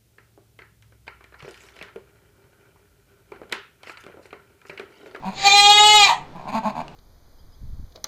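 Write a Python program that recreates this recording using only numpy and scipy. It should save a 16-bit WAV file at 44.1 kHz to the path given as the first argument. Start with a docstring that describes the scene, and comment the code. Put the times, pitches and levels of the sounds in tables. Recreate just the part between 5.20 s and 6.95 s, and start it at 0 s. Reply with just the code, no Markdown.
"""In a wooden barn stall low, throbbing grunts come first, as a doe makes to her kid: slack-fold pulses
ring a throat behind a nearly closed mouth. Then one loud, high goat bleat starts hoarse, holds a clear
note and breaks up as the pitch drops: fold harmonics and pulsed noise, the harmonics through a moving throat.
The boards ring briefly as dense, decaying echoes. More grunts follow, then a straw snaps as a noise burst.
Filtered noise and wavering sines lie underneath throughout as dull air and a faint hum."""
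import sys
import numpy as np
from scipy import signal
from scipy.fft import rfft, irfft
from scipy.io import wavfile
from scipy.ndimage import uniform_filter1d

SR = 44100
rng = np.random.default_rng(int(sys.argv[2]) if len(sys.argv) > 2 else 0)


def persist_wave(psi):
    """Save psi, clipped to +-1, as 16-bit WAV."""
    counts = np.round(np.clip(psi, -1, 1) * 32767).astype(np.int16)
    wavfile.write(sys.argv[1], SR, np.atleast_2d(counts).T)


N = 77175  # samples, 1.75 s
T = np.arange(N) / SR  # time, s


def amp(db):
    """Level law: decibels to amplitude ratio."""
    return 10 ** (np.asarray(db) / 20)


def unit(x):
    """Power normalisation: scales to rms 1."""
    return x / np.sqrt(np.mean(x ** 2) + 1e-20)


def read(points, hz):
    """Spectral envelope: level in dB at any frequency, interpolated over log frequency."""
    f, value = np.transpose(points)
    return np.interp(np.log(hz + 1), np.log(f + 1), value)


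def follow(table):
    """Control by linear interpolation: each column of a table, sample by sample."""
    s, *columns = np.transpose(table)
    return [np.interp(T, s, c) for c in columns]


def during(table):
    """Gating: open while a control table lasts, with edges smoothed over 200 samples."""
    is_open = (T > table[0][0]) & (T < table[-1][0])
    return uniform_filter1d(1. * is_open, size=200)


def wander(hz):
    """Low-pass random modulation: chance variation up to about the given rate, at rms 1."""
    spectrum = rfft(rng.standard_normal(N))
    lowpass = 1 / (1 + (np.fft.rfftfreq(N, 1 / SR) / hz) ** 4)
    return unit(irfft(spectrum * lowpass, N))


def colour(x, points):
    """Minimum-phase filtering: the given spectrum fixes the causal impulse response."""
    log_gain = np.log(amp(read(points, abs(np.fft.fftfreq(4096, 1 / SR)))))
    min_phase = np.exp(signal.hilbert(log_gain).conj())  # log gain and phase are a Hilbert pair
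    taps = np.fft.ifft(min_phase).real[:2048]
    return signal.fftconvolve(x, taps)[:len(x)]


def puffs(turns, decay=0.69, steady=0.13):
    """Glottal noise modulation: air noise jumps up and dies away (decay in cycles) in every fold cycle."""
    opening = steady + np.exp(-(turns % 1) / decay)
    return opening * rng.standard_normal(len(turns))


def add(mix, s, sound):
    """Superposition: adds a sound into the mix from time s."""
    part = mix[max(round(s * SR), 0):][:len(sound)]
    part += sound[:len(part)]


# vibration rate of the folds: time_s, pitch_hz
FOLD_PITCH = [(.14, 378), (.19, 390), (.24, 394), (.268, 403), (.29, 400), (.312, 396), (.34, 406),
              (.385, 406.5), (.465, 409), (.515, 414), (.565, 415), (.59, 419), (.64, 420), (.68, 422.7),
              (.77, 423), (.793, 415), (.815, 409), (.84, 402), (.868, 390), (.89, 335), (.93, 300)]
# rms random deviation of that rate: time_s, jitter_share
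FOLD_JITTER = [(.17, .022), (.23, .012), (.26, .004), (.31, .002), (.36, .0007), (.46, .0005),
               (.485, .0028), (.515, .001), (.545, .0022), (.57, .001), (.6, .0025), (.63, .0006),
               (.77, .0006), (.795, .003), (.83, .003), (.86, .008), (.885, .035), (.93, .06)]
# low resonance, bright ring and treble: time_s, low_db, ring_db, treble_db
BAND_LEVELS = [(.14, -62, -56, -64), (.184, -38, -39, -52), (.228, -34, -35, -44), (0.25, -17, -20, -29),
               (0.268, -10, -13, -24), (0.284, -12, -12, -23), (0.294, -24, -16, -27),
               (0.326, -21, -11, -23), (0.338, -11, -16, -26), (0.4, -16, -10, -23), (0.422, -16, -15, -26),
               (0.468, -14, -12, -23), (0.478, -12, -17, -26), (0.512, -11, -12, -24),
               (0.536, -21, -13, -25), (0.568, -14, -15, -26), (0.59, -19, -11, -23),
               (0.604, -12, -11, -22), (0.624, -14, -15, -27), (0.638, -13, -11, -23),
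               (0.71, -14, -11, -23), (0.726, -16, -14, -25), (0.752, -11, -10, -22), (0.79, -15, -13, -24),
               (0.834, -14, -12, -24), (0.85, -27, -13, -23), (.872, -24, -20, -33), (.893, -33, -17, -37),
               (.912, -42, -24, -50), (.94, -60, -56, -75)]
# mouth opening, 0 narrow to 1 wide: time_s, opening_share
MOUTH_OPENING = [(.26, 0), (0.311, 0.25), (.36, 0.3), (.46, 0.68), (.52, 0.77), (.66, 1), (.77, 1),
                 (.815, 0.52), (.87, 0)]
# throat response with the mouth narrow, half open and wide: frequency_hz, gain_db
THROAT_NARROW = [(280, -50), (390, -24), (620, -20), (800, 0), (960, 6), (1190, -11), (1600, -25),
                 (2000, -14), (2400, -3), (2800, -17), (3200, -11), (3600, -11), (4000, -1), (4400, -12),
                 (4900, -27), (5900, -31), (6950, -19), (7700, -34), (8200, -45), (8650, -36), (9300, -58),
                 (11900, -47), (12600, -56), (13500, -41), (14500, -65)]
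THROAT_HALF = [(407, -18), (814, 0), (1220, -10), (1630, -23), (2035, -14), (2440, -1), (2850, -12),
               (3260, -5), (3660, -7), (4070, -4), (4480, -13), (4900, -13), (5300, -23), (6100, -20),
               (6900, -17), (7730, -22), (8140, -34), (8550, -28), (9200, -58), (10100, -44), (12600, -48),
               (13450, -33), (14400, -60)]
THROAT_WIDE = [(420, -14), (840, 0), (1265, -7.5), (1690, -13), (2110, -10), (2530, -14), (2950, -4),
               (3380, -4), (3800, -4), (4220, -7), (4640, -13), (5060, -21), (5900, -30), (6750, -24),
               (7170, -20), (7600, -21), (8030, -25), (8450, -41), (9300, -52), (12600, -56), (13300, -44),
               (14400, -75)]
# hoarseness of the bleat: time_s, rasp_level_db
RASP_LEVEL = [(.13, -54), (.18, -39), (.215, -32), (.25, -27), (.28, -28), (.32, -36), (.39, -50),
              (.46, -50), (.49, -41), (.56, -44), (.6, -38), (.64, -52), (.77, -52), (.8, -34), (.84, -29),
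              (.868, -22), (.895, -20), (.92, -30), (.96, -58)]
# rasp spectrum as the bleat opens and as it closes: frequency_hz, gain_db
RASP_OPENING = [(200, -23.5), (500, -14.5), (800, -16), (1400, -17), (1950, -7.5), (2400, -10.5),
                (2900, -10.5), (3600, -6.5), (4400, -0.5), (5200, -15), (6000, -20), (6800, -7),
                (7800, -24), (9300, -37), (13500, -44), (15000, -50)]
RASP_CLOSING = [(200, -43.5), (500, -26), (720, 9.5), (950, 13), (1200, 4.5), (1400, -11.5), (2000, 1),
                (2400, -22.5), (2700, -10), (3200, -4), (4200, -12.5), (5300, -17.5), (6800, -13),
                (7800, -14), (9300, -29), (13500, -21.5), (15000, -50.5)]
JITTER_HZ = 255.3  # rate limit of the pitch deviation
SWELL_DB, SWELL_HZ = 2.7, 14  # rms swell from the 5th harmonic up, its rate limit
FLUTTER, FLUTTER_HZ = .32, 48  # depth before harmonic and jitter weighting, its rate limit


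def bleat(shimmer=5):
    """Source-filter principle: unsteady fold harmonics pass a moving throat; returns tone and pulsed rasp."""
    (pitch,), (mouth,), (rasp_db,), (jitter,) = map(
        follow, (FOLD_PITCH, MOUTH_OPENING, RASP_LEVEL, FOLD_JITTER))
    turns = np.cumsum(pitch * (1 + jitter * wander(JITTER_HZ))) / SR  # fold cycles so far
    k = np.arange(1, 37)[:, None]  # harmonic numbers
    hz = k * pitch

    # throat gain, crossfaded between three mouth shapes
    wide = np.clip(2 * mouth - 1, 0, 1)
    narrow = np.clip(1 - 2 * mouth, 0, 1)
    half = 1 - narrow - wide
    throat_db = narrow * read(THROAT_NARROW, hz) + wide * read(THROAT_WIDE, hz) + half * read(THROAT_HALF, hz)

    # upper harmonics swell slowly, each on its own
    swell_db = SWELL_DB * np.minimum(k / 5, 1) ** 2 * np.array([wander(SWELL_HZ) for _ in k])
    gain = amp(throat_db) * amp(swell_db)

    # faster flutter of amplitude and phase, deeper where the folds are unsteady
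    depth = FLUTTER * np.minimum(k / 7, 1) ** 1.5 * np.minimum(np.sqrt(jitter / .001), 1.6)
    flutter = 1 + depth * np.array([wander(FLUTTER_HZ) + 1j * wander(FLUTTER_HZ) for _ in k])
    phase = 2 * np.pi * (k * turns + .55 * rng.random(k.shape))
    partials = gain * (flutter * np.exp(1j * phase)).real
    partials = partials / np.sqrt(1 + 2 * depth ** 2)  # flutter leaves the power unchanged

    # harmonics 1-2, 3-12 and 13-36, each group brought to its own level
    tone = 0
    for band, level_db in zip((slice(0, 2), slice(2, 12), slice(12, None)), follow(BAND_LEVELS)):
        expected_rms = np.sqrt((gain[band] ** 2).sum(0) / 2)
        tone = tone + amp(level_db) * partials[band].sum(0) / expected_rms
    tone = tone * (1 + shimmer * jitter * wander(JITTER_HZ / 2))

    # the rasp spectrum changes mostly near the end
    start_s, end_s = FOLD_PITCH[0][0], FOLD_PITCH[-1][0]
    closing = np.clip((T - start_s) / (end_s - start_s), 0, 1) ** 6
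    air = puffs(turns)
    rasp = (1 - closing) * unit(colour(air, RASP_OPENING)) + closing * unit(colour(air, RASP_CLOSING))
    return tone * during(BAND_LEVELS), rasp * amp(rasp_db) * during(RASP_LEVEL)


# grunts: start_s, length_s, pulse_rate_hz, throat_level_db, chest_level_db, hiss_level_db
GRUNT_CALLS = [(.026, 0.033, 111, -41, -53, -61), (0.051, 0.052, 189, -36.5, -33.5, -48),
               (.096, .055, 110, -45.5, -57, -51.5), (1.151, .028, 168.8, -47, -46, -67),
               (1.18, 0.054, 64.1, -45, -58.5, -62), (1.24, .025, 69.6, -48, -52, -69),
               (1.269, 0.026, 147.9, -39.5, -56, -60), (1.282, 0.032, 207, -40.5, -43, -48),
               (1.319, 0.045, 130, -36, -41, -47), (1.341, 0.057, 221.3, -29.5, -29, -41.5),
               (1.432, 0.027, 194.3, -38.5, -44, -53.5), (1.449, 0.046, 215.9, -27.5, -29, -45.5),
               (1.49, 0.024, 198.7, -41, -57, -49.5), (1.553, 0.06, 79.75, -34, -41, -50.5),
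               (1.602, 0.021, 78.3, -37, -46.5, -52)]
# throat behind the nearly closed mouth: frequency_hz, gain_db
CLOSED_THROAT = [(100, -44.5), (300, -19.5), (480, -22), (600, 0), (720, 7.5), (790, 4.5), (875, 8),
                 (1060, 6), (1220, -12.5), (1450, -19.5), (1620, -11), (1900, -42), (2400, -16),
                 (3000, -40), (4500, -53), (9000, -78)]
# hiss through the nose: frequency_hz, gain_db
NOSE_HISS = [(300, -21), (1400, 4.5), (2000, 0), (2450, 9.5), (3100, -7.5), (4100, 0), (4700, -2),
             (5500, -24.5), (6800, -5), (7800, -25), (8700, -12.5), (9400, -26.5), (13500, -20),
             (15000, -45)]
GRUNT_RISE_S, GRUNT_FALL_S = 0.026, .012  # times for a full 0-1 ramp
GRUNT_JITTER, GRUNT_PUFF = .02, .25  # pulse-rate scatter share, air mixed with the knocks


def grunt(length, rate_hz, throat_db, chest_db, hiss_db, onset=0.61):
    """Impulse excitation: slack folds knock the throat and a chest tone into ringing, with pulsed hiss."""
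    t = np.arange(0, length + .03, 1 / SR)  # room to ring out
    turns = np.cumsum(rate_hz * (1 + GRUNT_JITTER * wander(71)[:len(t)])) / SR
    rise = np.clip(onset + t / GRUNT_RISE_S, 0, 1)  # begins part-way up, at onset
    swell = rise * np.clip((length - t) / GRUNT_FALL_S, 0, 1)
    knocks = unit(np.diff(np.floor(turns), prepend=-1))  # one impulse per cycle
    throat = colour(swell * (knocks + GRUNT_PUFF * unit(puffs(turns))), CLOSED_THROAT)
    chest = colour(swell * knocks, [(60, -27.5), (140, -16.5), (205, -4), (260, -9.5), (400, -38), (900, -58)])
    hiss = colour(swell * puffs(turns), NOSE_HISS)
    voice = amp(throat_db) * unit(throat) + amp(chest_db) * unit(chest) + amp(hiss_db) * unit(hiss)
    return np.sqrt(t[-1] / length) * voice  # levels refer to the length without the ring-out


# reverberation time of the boards: frequency_hz, t60_s
STALL_T60 = [(150, 0.13), (900, 0.3), (2500, 0.3), (5000, 0.18), (9000, 0.23), (14000, 0.073)]
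BLEAT_ROOM_DB, RASP_ROOM_DB, GRUNT_ROOM_DB = -14, 0.5, -11  # sends to the stall; grunts and straw share one


def stall(x):
    """Reverberant decay: dense echoes off the boards, each frequency band dying at its own speed."""
    length = SR // 2
    signs = rng.choice([-1., 1.], length)
    echoes = signs * (rng.random(length) < 2500 / SR)  # about 2500 echoes a second
    echoes = echoes * (T[:length] > .003)
    hz, t, z = signal.stft(echoes, SR, nperseg=256)
    decay = amp(-60 * t / read(STALL_T60, hz)[:, None])
    tail = signal.istft(z * decay, SR)[1]
    return signal.fftconvolve(x, tail / np.linalg.norm(tail))[:N]


# the straw's snap: start_s, peak_level_db, decay_s
STRAW_SNAP = (1.681, -28.5, 0.00087)
# its spectrum: frequency_hz, gain_db
STRAW_COLOUR = [(300, -10), (2800, 15), (6000, -2), (8500, -9.5), (11000, -22), (15000, -38.5)]


def straw():
    """Transient fracture: one dry snap as exponentially decaying, coloured noise."""
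    s, db, decay = STRAW_SNAP
    envelope = (T > s) * np.exp(-abs(T - s) / decay)
    crack = colour(envelope * rng.standard_normal(N), STRAW_COLOUR)
    return amp(db) * crack / abs(crack).max()


# relative spectrum of the dull air: frequency_hz, gain_db
AIR_COLOUR = [(20, 9), (45, -10), (70, 0), (110, -4), (160, -3), (260, -4), (500, -8.5), (850, -5),
              (1400, -16), (2500, -22), (4000, -25), (6000, -33), (9000, -42.5), (14000, -43)]
# hum lines: frequency_hz, rms_level_db
HUM_LINES = [(146, -51.5), (176, -59), (410, -60)]
AIR_DB = -43.5  # rms
HUM_WAVER = 0.1  # rms waver of amplitude (share) and phase (radians)


def background():
    """Stationary noise plus line spectrum: dull air and a hum wavering in amplitude and phase."""
    hum = np.zeros(N)
    for hz, db in HUM_LINES:
        level = amp(db) * np.sqrt(2) * (1 + HUM_WAVER * wander(6))
        hum += level * np.sin(2 * np.pi * hz * T + HUM_WAVER * wander(6))
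    return hum + amp(AIR_DB) * unit(colour(rng.standard_normal(N), AIR_COLOUR))


def scene():
    """Superposition: direct sounds, their reverberation in the stall, and the background."""
    tone, rasp = bleat()
    low = straw()
    for start, *row in GRUNT_CALLS:
        add(low, start, grunt(*row))
    room = stall(amp(BLEAT_ROOM_DB) * tone + amp(RASP_ROOM_DB) * rasp + amp(GRUNT_ROOM_DB) * low)
    return (tone + rasp + low + room + background())[None]


# microphone response with a treble notch: frequency_hz, gain_db
MICROPHONE_RESPONSE = [(20, 0), (10250, 0), (10800, -24), (11400, -24), (11850, 0), (13700, 0),
                       (14300, -14)]
CREST, TROUGH = .97, .93  # amplitude ceilings of positive and negative peaks
EDGE_HZ = 14400  # band limit


def record(dry):
    """Saturation, then linear filtering: rounded peaks, the microphone's notch and the band limit."""
    x = dry[0]
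    ceiling = np.where(x > 0, CREST, TROUGH)
    rounded = x / (1 + (x / ceiling) ** 14) ** (1 / 14)
    heard = colour(rounded, MICROPHONE_RESPONSE)
    band_limit = signal.firwin(511, EDGE_HZ, window=("kaiser", 9), fs=SR)
    return signal.oaconvolve(heard, band_limit, "same")[None]


dry = scene()
out = record(dry)
persist_wave(out)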